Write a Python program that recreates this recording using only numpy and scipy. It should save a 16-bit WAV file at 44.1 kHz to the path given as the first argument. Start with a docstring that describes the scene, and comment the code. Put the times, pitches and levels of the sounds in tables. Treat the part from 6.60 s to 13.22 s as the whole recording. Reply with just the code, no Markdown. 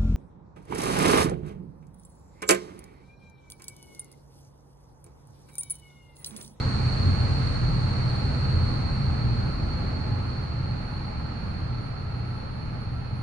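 """A diesel train pulls away under a large station roof, its engines droning: sines on orders of their
firing cycle. A broad roar with hollow notes and turbocharger whistles near 4.3 kHz is shaped noise,
over a steady hall background; two faint whines waver in pitch. The train sinks and dulls with
distance, while a thin tone near 10 kHz, a single sine, stays behind and slowly grows."""
import sys
import numpy as np
from scipy import signal
from scipy.io import wavfile
from scipy.ndimage import uniform_filter1d

SR = 44100
rng = np.random.default_rng(int(sys.argv[2]) if len(sys.argv) > 2 else 0)


def generate_wav(signal):
    """Clip the signal to [-1, 1] and save it as 16-bit WAV at the path in sys.argv[1]."""
    frames = np.transpose(np.atleast_2d(signal))
    scaled = np.clip(frames, -1, 1) * 32767
    pcm = np.round(scaled).astype(np.int16)
    wavfile.write(sys.argv[1], SR, pcm)


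def rack_gain(trim_db):
    """Turn a fader trim in dB into the linear factor to multiply a signal by."""
    fader = np.asarray(trim_db, float)
    return 10 ** (fader / 20)


N = 291942

# Distance of the train. Each row: time in seconds, distance from 0 (near) to 1 (far).
AWAY = [(0, .01), (.6, 0.026), (1.5, 0.113), (2.1, 0.154), (3.4, 0.395), (4.1, 0.505), (5.5, 0.724),
        (6, 0.74), (6.62, 0.85)]
# Side of the sound by pitch. Each row: frequency in Hz, left over right in dB.
LEAN = [(30, 0), (70, 0), (240, -2), (400, 0.4), (970, -2.5), (1550, -6.5), (2460, -4.5), (4300, -1),
        (6230, 2.5), (9910, 6)]
LEFT_LEAD_S = 0.0003996  # the left port hears the train first


def evened(x):
    """Scales to rms 1."""
    return x / np.sqrt(np.mean(x ** 2) + 1e-20)


def read(points, hz):
    """Spectrum table interpolated on a log-frequency axis."""
    f, value = np.transpose(points)
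    return np.interp(np.log(hz + 1), np.log(f + 1), value)


def distance(t):
    """Distance of the train at times t, 0 near to 1 far."""
    s, away = np.transpose(AWAY)
    return np.interp(t, s, away)


def between(near, far, away):
    """Straight line from a near value to a far value."""
    return near + away * (far - near)


def drift(top_hz):
    """Slow random curve of rms 1: twelve sines from top_hz / 8 to top_hz, random phases."""
    t = np.arange(0, N, 256) / SR
    slow = sum(np.sin(2 * np.pi * (f * t + rng.random())) for f in top_hz * np.geomspace(1 / 8, 1, num=12))
    return np.interp(np.arange(N) / SR, t, evened(slow))


def bump(t, middle, length):
    """Smooth rise and fall from 0 to 1 and back."""
    return np.cos(np.pi * np.clip((t - middle) / length, -.5, .5)) ** 2


def swollen(t, usual_db, swells):
    """Level in dB with swells added on top, power to power."""
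    power = rack_gain(usual_db) ** 2
    power = power + sum((rack_gain(db) * bump(t, s, length)) ** 2 for s, length, db in swells)
    return 10 * np.log10(power + 0 * t)


def peak(hz, centre_hz, width_hz):
    """Power response of a resonance applied twice."""
    return 1 / (1 + (2 * (hz - centre_hz) / width_hz) ** 2) ** 2


def pair(phase, lead, level_db, pan_db):
    """Tone of rms level_db at both microphone ports, the left ahead by twice lead radians."""
    gains = rack_gain(level_db + np.array([pan_db / 2, -pan_db / 2]))
    return gains * np.sqrt(2) * np.array([np.sin(phase + lead), np.sin(phase - lead)])


def hall_power(hz):
    """Steady background of the station hall, power per Hz."""
    # Each row: frequency in Hz, level in dB per Hz.
    hall = [(20, -67), (150, -67), (500, -80.5), (1500, -87), (3300, -95), (5500, -102), (8000, -121),
            (10000, -124)]
    return rack_gain(read(hall, hz)) ** 2


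def broad_power(hz, t):
    """Exhaust, fans and wheels, power per Hz; the air takes the treble first."""
    # Roar before the bass trim, near and far. Each row: frequency in Hz, level in dB per Hz.
    near = [(20, -55.5), (50, -50), (110, -49), (200, -51), (330, -61), (600, -66), (1000, -68.5),
            (1250, -68), (1600, -72), (2600, -76), (3300, -84.5), (5300, -86.5), (7100, -89.5), (7800, -95),
            (10000, -98)]
    far = [(20, -63), (50, -64.5), (110, -61), (200, -61.5), (330, -73.5), (600, -76.5), (1000, -79),
           (1250, -77), (1600, -83), (2600, -87), (3300, -100), (5300, -105), (6900, -109), (7600, -115),
           (10000, -118)]
    bass_hz, early_dull_hz = 300, 12000
    rumble_db = -1.5 + 3.4 * bump(t, 2.76, 3)  # bass trim with one swell
    # at early_dull_hz the fade runs as the root of distance
    gone = np.clip(distance(t), 0, 1) ** (1 / (1 + hz / early_dull_hz))
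    level_db = (1 - gone) * read(near, hz) + gone * read(far, hz)
    return rack_gain(level_db + rumble_db / (1 + (hz / bass_hz) ** 2)) ** 2


def hollow_power(hz, away):
    """Hollow notes within the roar: resonant peaks that fade with distance, power per Hz."""
    # Each row: centre in Hz, width in Hz, near level in dB per Hz, far level in dB per Hz.
    hollows = [(518, 27, -63.5, -81.5), (640, 24, -73, -84.5), (760, 38, -72.5, -76), (840, 120, -66, -73),
               (1107, 44, -66.5, -82.5), (1337, 120, -68.5, -75)]
    return sum(rack_gain(between(near_db, far_db, away)) ** 2 * peak(hz, f, width)
               for f, width, near_db, far_db in hollows)


def whistle_power(hz, away):
    """Unsteady turbocharger whistles as narrow noise peaks with second harmonics, power per Hz."""
    # Each row: centre in Hz, width in Hz, level before the fade in dB per Hz.
    whistles = [(4120, 600, -79), (4270, 210, -64.5), (4347, 260, -64.5), (4420, 207, -66.5)]
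    fade_db = between(1.5, -14.5, away)
    overtone = rack_gain(between(-28.5, -41, away)) ** 2  # second harmonic against the first
    return sum(rack_gain(db + fade_db) ** 2 * (peak(hz, f, width) + overtone * peak(hz / 2, f, width))
               for f, width, db in whistles)


def roar(patchy_db=.5, swell_db=-0.25):
    """Random short-time spectra shaped to the summed power of roar, hollows, whistles and hall."""
    # Likeness of the ports. Each row: frequency in Hz, left-right correlation.
    likeness = [(60, 0.84), (120, 0.89), (260, 0.78), (540, 0.093), (1110, -0.022), (2300, -0.043),
                (4780, -0.00021), (9910, 0.078)]
    size, hop = 2048, 512
    frames, hz = N // hop + 5, np.fft.rfftfreq(size, 1 / SR)[:, None]
    t = np.arange(frames) * hop / SR
    away = distance(t)
    power = broad_power(hz, t) + hall_power(hz) + hollow_power(hz, away) + whistle_power(hz, away)

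    a, b, c, d, patches = rng.standard_normal((frames, len(hz), 5)).T
    patches = uniform_filter1d(patches, size=20, axis=0)
    patches = evened(uniform_filter1d(patches, size=8, axis=1))
    swell = np.interp(t, np.arange(N) / SR, drift(3.))
    gain = np.sqrt(power) * rack_gain(patchy_db * patches + swell_db * swell)

    same, left = np.clip(read(likeness, hz), -1, 1), a + 1j * b
    right = same * left + np.sqrt(1 - same ** 2) * (c + 1j * d)
    right = right * np.exp(-2j * np.pi * hz * LEFT_LEAD_S)
    lean = rack_gain(read(LEAN, hz) / 2)
    spectra = np.array([left * lean, right / lean]) * gain
    return np.sqrt(SR / size) * signal.istft(spectra, nperseg=size, noverlap=size - hop)[1][:, :N]


def thin_tone(waver_db=2.0, start_s=0.33, rise_s=.2):
    """Faint sine at the top of the range; sets in, slowly grows, wavers in level, phase and side."""
    thin_hz, start_db, growth_db_per_s, left_db, roam_db = 9985.3, -82, 1, 2, 6
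    t = np.arange(N) / SR
    level_db = start_db + growth_db_per_s * t + waver_db * drift(11.0)
    phase = 2 * np.pi * thin_hz * t + .3 * drift(12.)
    tone = pair(phase, 0, level_db, left_db + roam_db * drift(0.54))
    return tone * np.clip((t - start_s) / rise_s, 0, 1)


def whines(waver_db=0.5, wander_hz=9):
    """Two wandering sines, scattered by the hall so that each port hears them differently."""
    # Moments when a whine stands out.
    # Each row: middle in seconds, length in seconds, approximate whine pitch in Hz, peak level in dB.
    whine_swells = [(1.894, 1.1, 840, -53), (3.106, 0.89, 1322, -56), (3.55, .6, 840, -50.5),
                    (4.3, 1, 840, -53.5), (5.25, 0.81, 1322, -54.5), (5.75, .7, 1322, -55),
                    (5.85, .6, 840, -65), (6.37, 0.15, 1322, -52)]
    # Usual level of each whine in dB.
    usual_levels_db = (-67, -65)
    t, out = np.arange(N) / SR, np.zeros((2, N))
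    for f, usual_db in zip((840, 1325), usual_levels_db):
        own_swells = [(s, length, top_db) for s, length, hz, top_db in whine_swells if abs(hz / f - 1) < 1 / 5]
        level_db = swollen(t, usual_db, own_swells) + waver_db * drift(15.)
        phase = 2 * np.pi * np.cumsum(f + wander_hz * drift(14.)) / SR
        out += pair(phase, drift(6.6), level_db, np.full(N, read(LEAN, f)))
    return out


def engines(spread=0.13, lean_db=-0.5, weak_fade_db=-9.0, waver_db=6.0):
    """Sines on multiples of the firing cycle; their phase and side wander with the echoes."""
    # Strong orders between swells. Each row: multiple of the cycle, near level in dB, far level in dB.
    strong_orders = [(3, -39.5, -51.5), (4, -41.5, -49), (5, -37, -46.5), (6, -37, -50), (8, -34, -47),
                     (9, -36.5, -51)]
    # Weak orders. Each row: multiple of the cycle, near level in dB.
    weak_orders = [(2, -47.5), (2.5, -50), (6.25, -42.5), (7, -44), (7.5, -49), (8.3, -45), (9.3, -49),
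                   (10, -48), (10.5, -46.5)]
    # Loudest swells of the drone. Each row: middle in seconds, length in seconds, order, peak level in dB.
    swells = [(0.08, 0.15, 6, -30.5), (0.247, 0.23, 8, -23.5), (0.51, 0.36, 6, -22.5), (0.61, 0.19, 5, -28),
              (0.627, 0.088, 8, -26), (0.707, 0.14, 9, -24.5), (.75, 0.26, 6, -28), (0.828, 0.11, 8, -27),
              (1.1, 0.44, 3, -31), (1.11, 0.64, 8, -26), (1.26, 0.32, 6, -30), (1.447, .4, 8, -29),
              (1.682, 0.37, 6, -29), (1.816, 0.62, 9, -30.5), (1.95, 0.72, 8, -31), (2.014, 0.3, 6, -22.5),
              (2.264, 0.15, 6, -27), (2.43, 0.21, 9, -28.5), (2.506, 0.15, 6, -28.5), (2.7, 0.44, 4, -38),
              (2.71, 0.33, 8, -25.5), (3.007, 1.2, 3, -34.5), (3.102, 0.7, 5, -35), (3.104, 0.56, 6, -35.5),
              (3.494, 0.9, 6, -32.5), (3.74, 0.67, 8, -37), (5.018, 0.33, 6, -34.5), (5.2, 0.57, 8, -36),
              (5.55, 0.79, 6, -37.5), (5.624, 0.53, 8, -33), (6.47, 1.8, 8, -35.5), (6.548, 0.19, 6, -34.5)]
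    beat_db, beat_hz = 3.5, 6  # engines and roof echoes beat, so strong orders come and go
    flutter_db, flutter_hz = 1.6, 16  # uneven firing roughens every order
    jitter_rad, jitter_hz = .25, 9  # and blurs its pitch
    t = np.arange(N) / SR
    away = distance(t)
    cycle_hz = between(15.15, 14.85, away)  # sinks as the train speeds away
    order_6_shake_rad = between(.95, .5, away)  # echoes shake the phase

    levels = []
    for k, near_db, far_db in strong_orders:
        usual_db = between(near_db, far_db, away) + beat_db * drift(beat_hz)
        own_swells = [(s, length, db) for s, length, order, db in swells if round(order) == round(k)]
        levels.append((round(k), swollen(t, usual_db, own_swells)))
    for k, db in weak_orders:
        levels.append((k, db + weak_fade_db * away + waver_db * drift(2.5)))

    turns, out = np.cumsum(cycle_hz) / SR, np.zeros((2, N))
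    for k, level_db in levels:
        phase = 2 * np.pi * (k * turns + rng.random())
        phase = phase + order_6_shake_rad * np.sqrt(k / 6) * drift(2.) + jitter_rad * drift(jitter_hz)
        lead = np.pi * k * cycle_hz * LEFT_LEAD_S + spread * drift(1.272)
        out += pair(phase, lead, level_db + flutter_db * drift(flutter_hz), np.full(N, lean_db))
    return out


def scene():
    """Roar over the hall, thin tone, whines and engines."""
    return roar() + thin_tone() + whines() + engines()


def top_cut(x):
    """Nothing passes above the cut-off."""
    return signal.sosfilt(signal.butter(12, 10510, fs=SR, output="sos"), x)


def record(dry):
    """Steep linear-phase low-pass at 10030 Hz ends the band just above the thin tone."""
    low_pass = signal.firwin(4095, 10030, window=("kaiser", 9), fs=SR)
    limited = signal.oaconvolve(dry, low_pass[None], "same")
    return top_cut(limited)


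dry = scene()
out = record(dry)
generate_wav(out)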